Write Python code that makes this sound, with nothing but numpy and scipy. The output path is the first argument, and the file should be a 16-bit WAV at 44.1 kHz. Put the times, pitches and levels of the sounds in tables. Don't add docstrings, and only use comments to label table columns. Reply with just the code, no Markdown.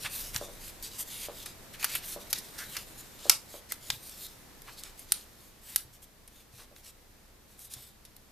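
import sys
import numpy as np
from scipy import signal
from scipy.fft import rfft, irfft
from scipy.io import wavfile
from scipy.ndimage import uniform_filter1d, minimum_filter1d, map_coordinates

SR = 44100
rng = np.random.default_rng(int(sys.argv[2]) if len(sys.argv) > 2 else 0)


def materialize(psi):
    bounded = np.clip(np.atleast_2d(psi).T, -1, 1)
    quanta = np.round(bounded * 32767).astype(np.int16)
    wavfile.write(sys.argv[1], SR, quanta)


N = 366471
TIME = np.arange(N) / SR

# t/s, relative low, middle and treble level/dB, base decay/s, ring f/Hz
BUCKLES = [(0.0356, -62, -47.5, -52, 0.0007, 6500), (0.345, -47, -46, -40, 0.002, 8300),
           (0.362, -43, -29.5, -39, 0.00087, 3240), (0.8258, -70, -47, -39.5, 0.0058, 13000),
           (1.4595, -45, -46, -39.5, 0.0037, 9670), (1.7962, -54, -49, -51, .003, 10000),
           (1.828, -36.5, -55, -37, 0.0029, 13000), (1.8431, -30.5, -30.5, -23.5, 0.0027, 13000),
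           (1.952, -40.5, -55, -28, 0.0048, 11100), (2.329, -34.5, -26.5, -25.5, 0.0026, 13300),
           (2.384, -68, -43, -37.5, 0.006, 11000), (2.5882, -46.5, -44, -42, 0.0071, 5550),
           (2.767, -38, -36.5, -35.5, 0.0033, 5360), (3.296, -20, -11.5, -9, 0.0016, 5750),
           (3.7212, -40, -38.5, -30, 0.0018, 12700), (3.9019, -34, -26, -35, 0.0016, 2010),
           (4.0952, -71, -65, -48, .0011, 7400), (4.6197, -65, -56, -49, 0.0013, 12400),
           (4.836, -67, -44.5, -42.5, 0.0012, 7340), (4.9936, -62, -60, -44.5, 0.0039, 10200),
           (5.121, -35, -26, -18.5, 0.0016, 9900), (5.7602, -37.5, -29, -19.5, 0.0018, 11700),
           (6.277, -61.5, -58, -50, 0.0035, 9900), (6.763, -56.5, -56, -66.5, .002, 3990),
           (7.592, -64, -65, -48.5, 0.0023, 11900), (7.7371, -76, -44, -40, 0.0028, 9600),
           (8.051, -63, -53.5, -51.5, 0.0045, 10700), (8.1652, -67, -58, -51, 0.0018, 12660)]


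def from_db(db):
    return 10 ** (np.asarray(db) / 20)


def rms_one(x):
    return x / np.sqrt(np.mean(x ** 2) + 1e-20)


def in_time(rows):
    return np.interp(TIME, *np.transpose(rows))


def at_hz(points, size):
    hz, value = np.transpose(points)
    return np.interp(np.log(np.fft.rfftfreq(size, 1 / SR) + 1), np.log(hz), value)


def coloured(x, colour):
    size = x.shape[-1]
    return rms_one(irfft(rfft(x) * from_db(at_hz(colour, size)), size))


def band(x, low_hz, high_hz):
    edges = [low_hz, min(high_hz, .45 * SR)]
    return signal.sosfilt(signal.butter(2, edges, "band", fs=SR, output="sos"), x)


def stereo_noise(likeness, size):
    mid, side = rfft(rng.standard_normal((2, size)))
    alike = np.clip(at_hz(likeness, size), 0, 1)
    return irfft(np.sqrt(1 + alike) * mid + np.sqrt(1 - alike) * side * [[1], [-1]], size)


def drift(rate_hz):
    pole = np.exp(-2 * np.pi * rate_hz / SR)
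    return rms_one(signal.lfilter([1], [1, -2 * pole, pole * pole], rng.standard_normal(N)))


def add(out, sound, s):
    start = max(round(s * SR), 0)
    out[..., start:start + sound.shape[-1]] += sound[..., :N - start]


def struck(blows, tones):
    out, t = np.zeros(N), TIME[:SR // 4]
    hz, tone_db, t60 = np.transpose(tones)[:, :, None]
    for s, db in blows:
        strength_db = db + tone_db + rng.normal(0, 1, hz.shape)
        ringing = from_db(strength_db - 60 * t / t60) * np.sin(2 * np.pi * hz * t)
        add(out, ringing.sum(axis=0), s)
    return out


def background(air_db=7.0, rumble_db=2.5):
    # t/s, relative level/dB
    air_levels = [(0.0, -56.5), (0.39, -57), (0.92, -58), (2.7, -56.5), (3.61, -60.5), (4.81, -60),
                  (6.01, -65.5), (8.3, -65.5)]
    rumble_levels = [(0.0, -60), (0.39, -51.5), (0.53, -54), (1.04, -59), (4.62, -66), (5.06, -60.5),
                     (5.43, -65.5), (8.28, -66), (8.3, -68)]
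    # f/Hz, relative level/dB
    air_colour = [(59, -31), (100, -3), (287, -5.5), (556, -8.5), (698, -10), (1440, -14), (1850, -13.5),
                  (2970, -17.5), (3810, -16.5), (10300, -20), (13200, -16.5), (14000, -18.5)]
    rumble_colour = [(8, -12.5), (20, -2), (30, 7.5), (48, -9.5), (90, -4.5), (160, -20.5), (400, -46.5)]
    # f/Hz, likeness from 0 to 1
    likeness = [(30, 1), (120, 0.5), (300, .45), (1000, 0.4), (3000, 0.3), (14000, 0)]
    # f/Hz, rms level/dB
    hum_tones = [(60, -68), (120, -75), (210, -76)]
    air = coloured(stereo_noise(likeness, N), air_colour) * from_db(in_time(air_levels) + air_db)
    rumble = coloured(stereo_noise(likeness, N), rumble_colour)
    rumble *= from_db(in_time(rumble_levels) + rumble_db)
    hum = sum(from_db(db) * np.sqrt(2) * np.sin(2 * np.pi * (hz * TIME + rng.random()))
              for hz, db in hum_tones)
    return air + rumble + hum


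def room_echoes(x, t60=0.2, gap_s=0.011, build_s=0.0056):
    # f/Hz, likeness from 0 to 1
    likeness = [(500, 1), (2500, 0.98), (4500, 0.6), (8000, 0), (14000, 0)]
    # f/Hz, relative level/dB
    echo_colour = [(150, -9.5), (1100, 1.5), (2300, -2), (3800, 0.5), (6200, -2), (8000, -1.5), (14000, -4)]
    t = TIME[:SR // 2]
    echoes = coloured(stereo_noise(likeness, len(t)), echo_colour)
    echoes *= np.clip((t - gap_s) / build_s, 0, 1) * from_db(-60 * t / t60)
    echoes /= np.sqrt(np.sum(echoes ** 2) / 2)
    return signal.fftconvolve(np.broadcast_to(x, (2, N)), echoes, axes=1)[:, :N]


def distant_knocks():
    # t/s, relative level/dB
    blows = [(.413, -31), (.432, -49), (.486, -40), (1.2855, -33), (2.162, -33.5), (3.2552, -34.5),
             (3.5412, -38.5), (6.714, -51.5)]
    # f/Hz, relative level/dB, t60/s
    tones = [(363, -17, 0.23), (505, -11, .05), (617, 2, 0.024), (780, -21.5, .025), (948, -16.5, 0.032),
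             (1220, -10.5, 0.0059)]
    return band(struck(blows, tones), 280, 1790)


def finger_thuds():
    # t/s, relative level/dB
    landings = [(.046, -39.5), (.356, -33.5), (1.945, -41), (3.288, -48), (3.897, -41), (3.935, -42),
                (5.85, -45.5), (6.538, -45), (7.765, -43.5)]
    # f/Hz, relative level/dB, t60/s
    table_tones = [(98, -10, 0.24), (124.1, -6.5, 0.18), (182, -21, 0.062), (260, -15, 0.036)]
    return struck(landings, table_tones)


def paper_taps(tap_db=-6):
    # f/Hz, relative level/dB, t60/s
    tap_tones = [(430, -6, 0.024), (620, -2, 0.013), (834, 0.5, 0.022)]
    flicks = [(s, low_db + tap_db) for s, low_db, *_ in BUCKLES]
    return band(struck(flicks, tap_tones), 450, 3000)


def flexing_rasps(fringe_db=-13, stutter_db=2.0):
    # peak t/s, rise/s, fall/s, relative level/dB, centre f/Hz, width/octaves
    rasps = [(.061, 0.0064, 0.007, -33, 1900, 1.73), (.36, 0.0081, 0.0082, -42, 1600, 1.8),
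             (1.141, 0.027, 0.051, -51, 3360, .5), (1.24, 0.043, 0.031, -52, 3160, 0.88),
             (1.42, 0.021, 0.015, -52.5, 3420, 0.5), (1.742, 0.0052, 0.012, -50.5, 2300, 1.3),
             (1.835, 0.017, 0.015, -44.5, 1930, 0.75), (1.902, 0.02, 0.05, -47, 2900, 2.5),
             (1.955, 0.0068, 0.0063, -33.5, 2500, 1.13), (2.042, 0.0096, 0.0056, -47, 2970, 1.7),
             (2.625, 0.023, 0.015, -44.5, 1630, 0.57), (2.766, 0.0074, 0.0095, -42, 1730, 1.1),
             (3.305, 0.0056, 0.013, -44, 1142, 0.67), (3.716, 0.0029, 0.0042, -44, 2060, 0.21),
             (4.265, 0.032, 0.0069, -48, 3980, 0.28), (4.688, 0.0085, 0.0089, -48.5, 1530, 1.7),
             (4.789, 0.011, 0.011, -51, 4270, 0.48), (4.86, 0.033, 0.025, -63, 1380, 0.96),
             (6.6, 0.0067, 0.02, -53.5, 900, 5.1), (7.77, 0.012, 0.021, -60, 1000, 4.3),
             (7.77, 0.089, 0.07, -62.5, 3750, 0.2)]
    out, t = np.zeros(N), TIME[:SR // 2] - 1 / 4
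    stutter = from_db(stutter_db * drift(220))
    for s, rise, fall, db, hz, octaves in rasps:
        slips = rng.standard_normal(len(t))
        body = rms_one(band(slips, hz / 2 ** (octaves / 2), hz * 2 ** (octaves / 2)))
        fringe = rms_one(band(slips, hz / 3, hz * 2))
        swell = np.exp(1 - np.hypot(1, t / np.where(t < 0, rise, fall)))
        rasp = from_db(db) * swell * (body + from_db(fringe_db) * fringe)
        out += np.interp(TIME, s + t, rasp, left=0, right=0)
    return out * rms_one(stutter)


def wandering_resonances(x, depth_db=3.0, spacing_hz=330, change_s=.09):
    hz, s, spectra = signal.stft(x, SR, nperseg=512)
    places = np.meshgrid(hz / spacing_hz, s / change_s, indexing="ij")
    heights = map_coordinates(rng.standard_normal(size=(128, 256)), places, order=2, mode="mirror")
    gain = rms_one(from_db(depth_db * heights))
    return signal.istft(spectra * gain, SR)[1][..., :N]


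def stroke_gains(speed_exponent=0.85, fidget_db=2.4, fidget_hz=8, resting_treble_db=-2):
    # start t/s, length/s, fastest point from 0 to 1,
    # relative level/dB, extra treble/dB
    strokes = [(0, 0.092, 0.46, -35.5, -1.5), (0.089, 0.25, 0.23, -34.5, 1), (0.329, 0.064, 0.53, -33, 1),
               (.39, 0.086, 0.55, -41.5, -2), (0.514, .055, .4, -53, 5), (0.588, 0.13, 0.81, -40, 1),
               (0.824, 0.074, 0.37, -37, -1), (0.89, 0.12, 0.83, -42, -3), (.981, 0.058, 0.28, -30.5, 5),
               (1.051, 0.16, 0.61, -37, -1.5), (1.171, 0.11, .72, -35, 2), (1.297, .15, 0.86, -42, -1),
               (1.453, 0.084, 0.03, -42, -5), (1.727, .035, .45, -44, 0), (1.789, 0.083, 0.56, -35, -1),
               (1.871, .13, 0.57, -33.5, 1.5), (2.014, .15, 0.8, -35, 1), (2.195, 0.045, .45, -43.5, -2),
               (2.298, 0.023, 0.4, -35, 4), (2.331, .08, 0.43, -37.5, -5), (2.577, .11, .13, -37, -1.5),
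               (2.678, .18, 0.32, -39.5, -1), (2.971, 0.055, 0.46, -42, -0.5),
               (3.17, 0.21, 0.64, -40.5, -8), (3.47, 0.14, 0.65, -44.5, -1.5),
               (3.687, .065, 0.4, -39.5, -4), (3.795, 0.2, 0.5, -43, 0), (3.997, 0.19, 0.45, -43.5, 2),
               (4.14, 0.13, 1, -42, 10), (4.63, 0.13, 0.8, -49.5, -5), (4.765, 0.059, 0.46, -45.5, 3),
               (4.825, 0.1, 0.27, -47, -5), (4.971, 0.1, 0.16, -48, 0), (5.053, .2, 0.66, -48.5, -6),
               (5.382, 0.14, 0.26, -56, 2), (5.609, 0.24, 0.6, -43, 1), (5.927, .055, 0.07, -51.5, 0),
               (6.017, 0.041, 0.38, -50, 4.5), (6.297, .14, .65, -53, -3), (6.513, 0.15, 0.57, -49, -3),
               (6.75, 0.082, 0.3, -53.5, 2), (6.826, 0.089, .65, -45, -1), (7.475, 0.11, 0.3, -57, 3.5),
               (7.57, 0.12, 0.53, -48, 7), (7.694, 0.069, 0.6, -41.5, 1.5), (7.748, 0.18, 0.17, -48.5, 3.5)]
    # t/s, relative level/dB
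    resting_levels = [(0, -48.5), (1.35, -58), (1.62, -64), (2.45, -46), (2.9, -52), (3.65, -62),
                      (4.3, -49), (4.5, -71), (5.3, -59.5), (6.15, -78), (6.95, -71), (8.3, -80)]
    resting = from_db(in_time(resting_levels) + fidget_db * drift(fidget_hz))
    tilt = np.array([[-1], [1]]) / 2
    power = (resting * from_db(tilt * resting_treble_db)) ** 2
    for s, length, fastest, db, treble_db in strokes:
        progress = TIME[:int(length * SR)] / length
        angle = np.interp(progress, [0, np.clip(fastest, .02, .98), 1], [0, np.pi / 2, np.pi])
        speed = np.abs(np.sin(angle))
        add(power, (speed ** speed_exponent * from_db(db + tilt * treble_db)) ** 2, s)
    return np.sqrt(power)


def sliding_hiss(catches_per_s=3000, spread_db=2.5, smooth=0.56, judder_db=1.3, width=.2, split_hz=6500):
    # f/Hz, relative level/dB
    hiss_colour = [(200, -19), (600, -12.5), (1200, -12.5), (1900, -7), (2600, -5), (3600, -1.5),
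                   (4600, -1.5), (6000, -2.5), (7200, -1.5), (9200, -0.5), (11000, -2), (13500, 0),
                   (16000, 2.5)]
    sizes = from_db(spread_db * np.minimum(rng.exponential(1, (2, N)), 5))
    catches = (rng.random((2, N)) < catches_per_s / SR) * sizes * rng.choice([-1, 1], (2, N))
    rubbing = catches + smooth * rng.standard_normal((2, N))
    mid, side = wandering_resonances(coloured(rubbing, hiss_colour))
    hiss = mid + width * band(side, 5000, 15000) * [[1], [-1]]
    dull = signal.sosfiltfilt(signal.butter(2, split_hz, fs=SR, output="sos"), hiss)
    bright = hiss - dull
    dull_gain, bright_gain = stroke_gains()
    return (dull * dull_gain + bright * bright_gain) * from_db(judder_db * drift(70))


def buckling_snaps(level_db=-1, flip_db=9, flip_s=.00045, ring_db=1, ring_q=4,
                   shiver_db=-22, shiver_s=0.01):
    # bottom f/Hz, top f/Hz, decay factor, stereo width 0 to 1
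    ranges = [(1308, 3030, 1.7, 0), (3360, 6670, 1.93, 0.39), (7770, 15000, 1.4, 0.45)]
    out, t = np.zeros((2, N)), TIME[:SR // 20]
    shiver = from_db(shiver_db) * np.exp(-t / shiver_s)
    for s, *levels_db, decay, ring_hz in BUCKLES:
        patch = signal.iirpeak(ring_hz, ring_q, fs=SR)
        flip = from_db(flip_db) * np.exp(-(t / flip_s) ** 2 - (decay / 0.0014) ** 2)
        for db, (low_hz, high_hz, longer, width) in zip(levels_db, ranges):
            shape = flip + np.exp(-t / (decay * longer)) + shiver
            jolts = rng.choice([-1, 1], (2, len(t))) * shape
            ring = from_db(ring_db) * signal.lfilter(*patch, jolts)
            mid, side = band(jolts + ring, low_hz, high_hz)
            crack = mid + width * side * [[1], [-1]]
            crack /= np.sqrt(np.mean(crack[:, :SR // 100] ** 2, axis=1, keepdims=True))
            lag_s = 0.00059 * (np.sqrt(1000 / low_hz) - 1 / 2)
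            add(out, from_db(db + level_db) * crack, s + lag_s)
    return out


def scene(hiss_db=-1.0, near_echo_db=-15.5):
    paper = from_db(hiss_db) * sliding_hiss() + flexing_rasps() + buckling_snaps() + paper_taps()
    near = paper + finger_thuds()
    knocks = distant_knocks()
    echoes = from_db(near_echo_db) * room_echoes(near) + room_echoes(knocks, t60=0.17, gap_s=.004)
    return near + knocks + echoes + background()


def record(dry, cutoff_hz=14250):
    allowed = 1 / np.maximum(np.abs(dry).max(axis=0), 1)
    gain = uniform_filter1d(minimum_filter1d(allowed, size=25), size=25)
    return signal.sosfilt(signal.ellip(12, .2, 90, cutoff_hz, fs=SR, output="sos"), dry * gain)


dry = scene()
out = record(dry)
materialize(out)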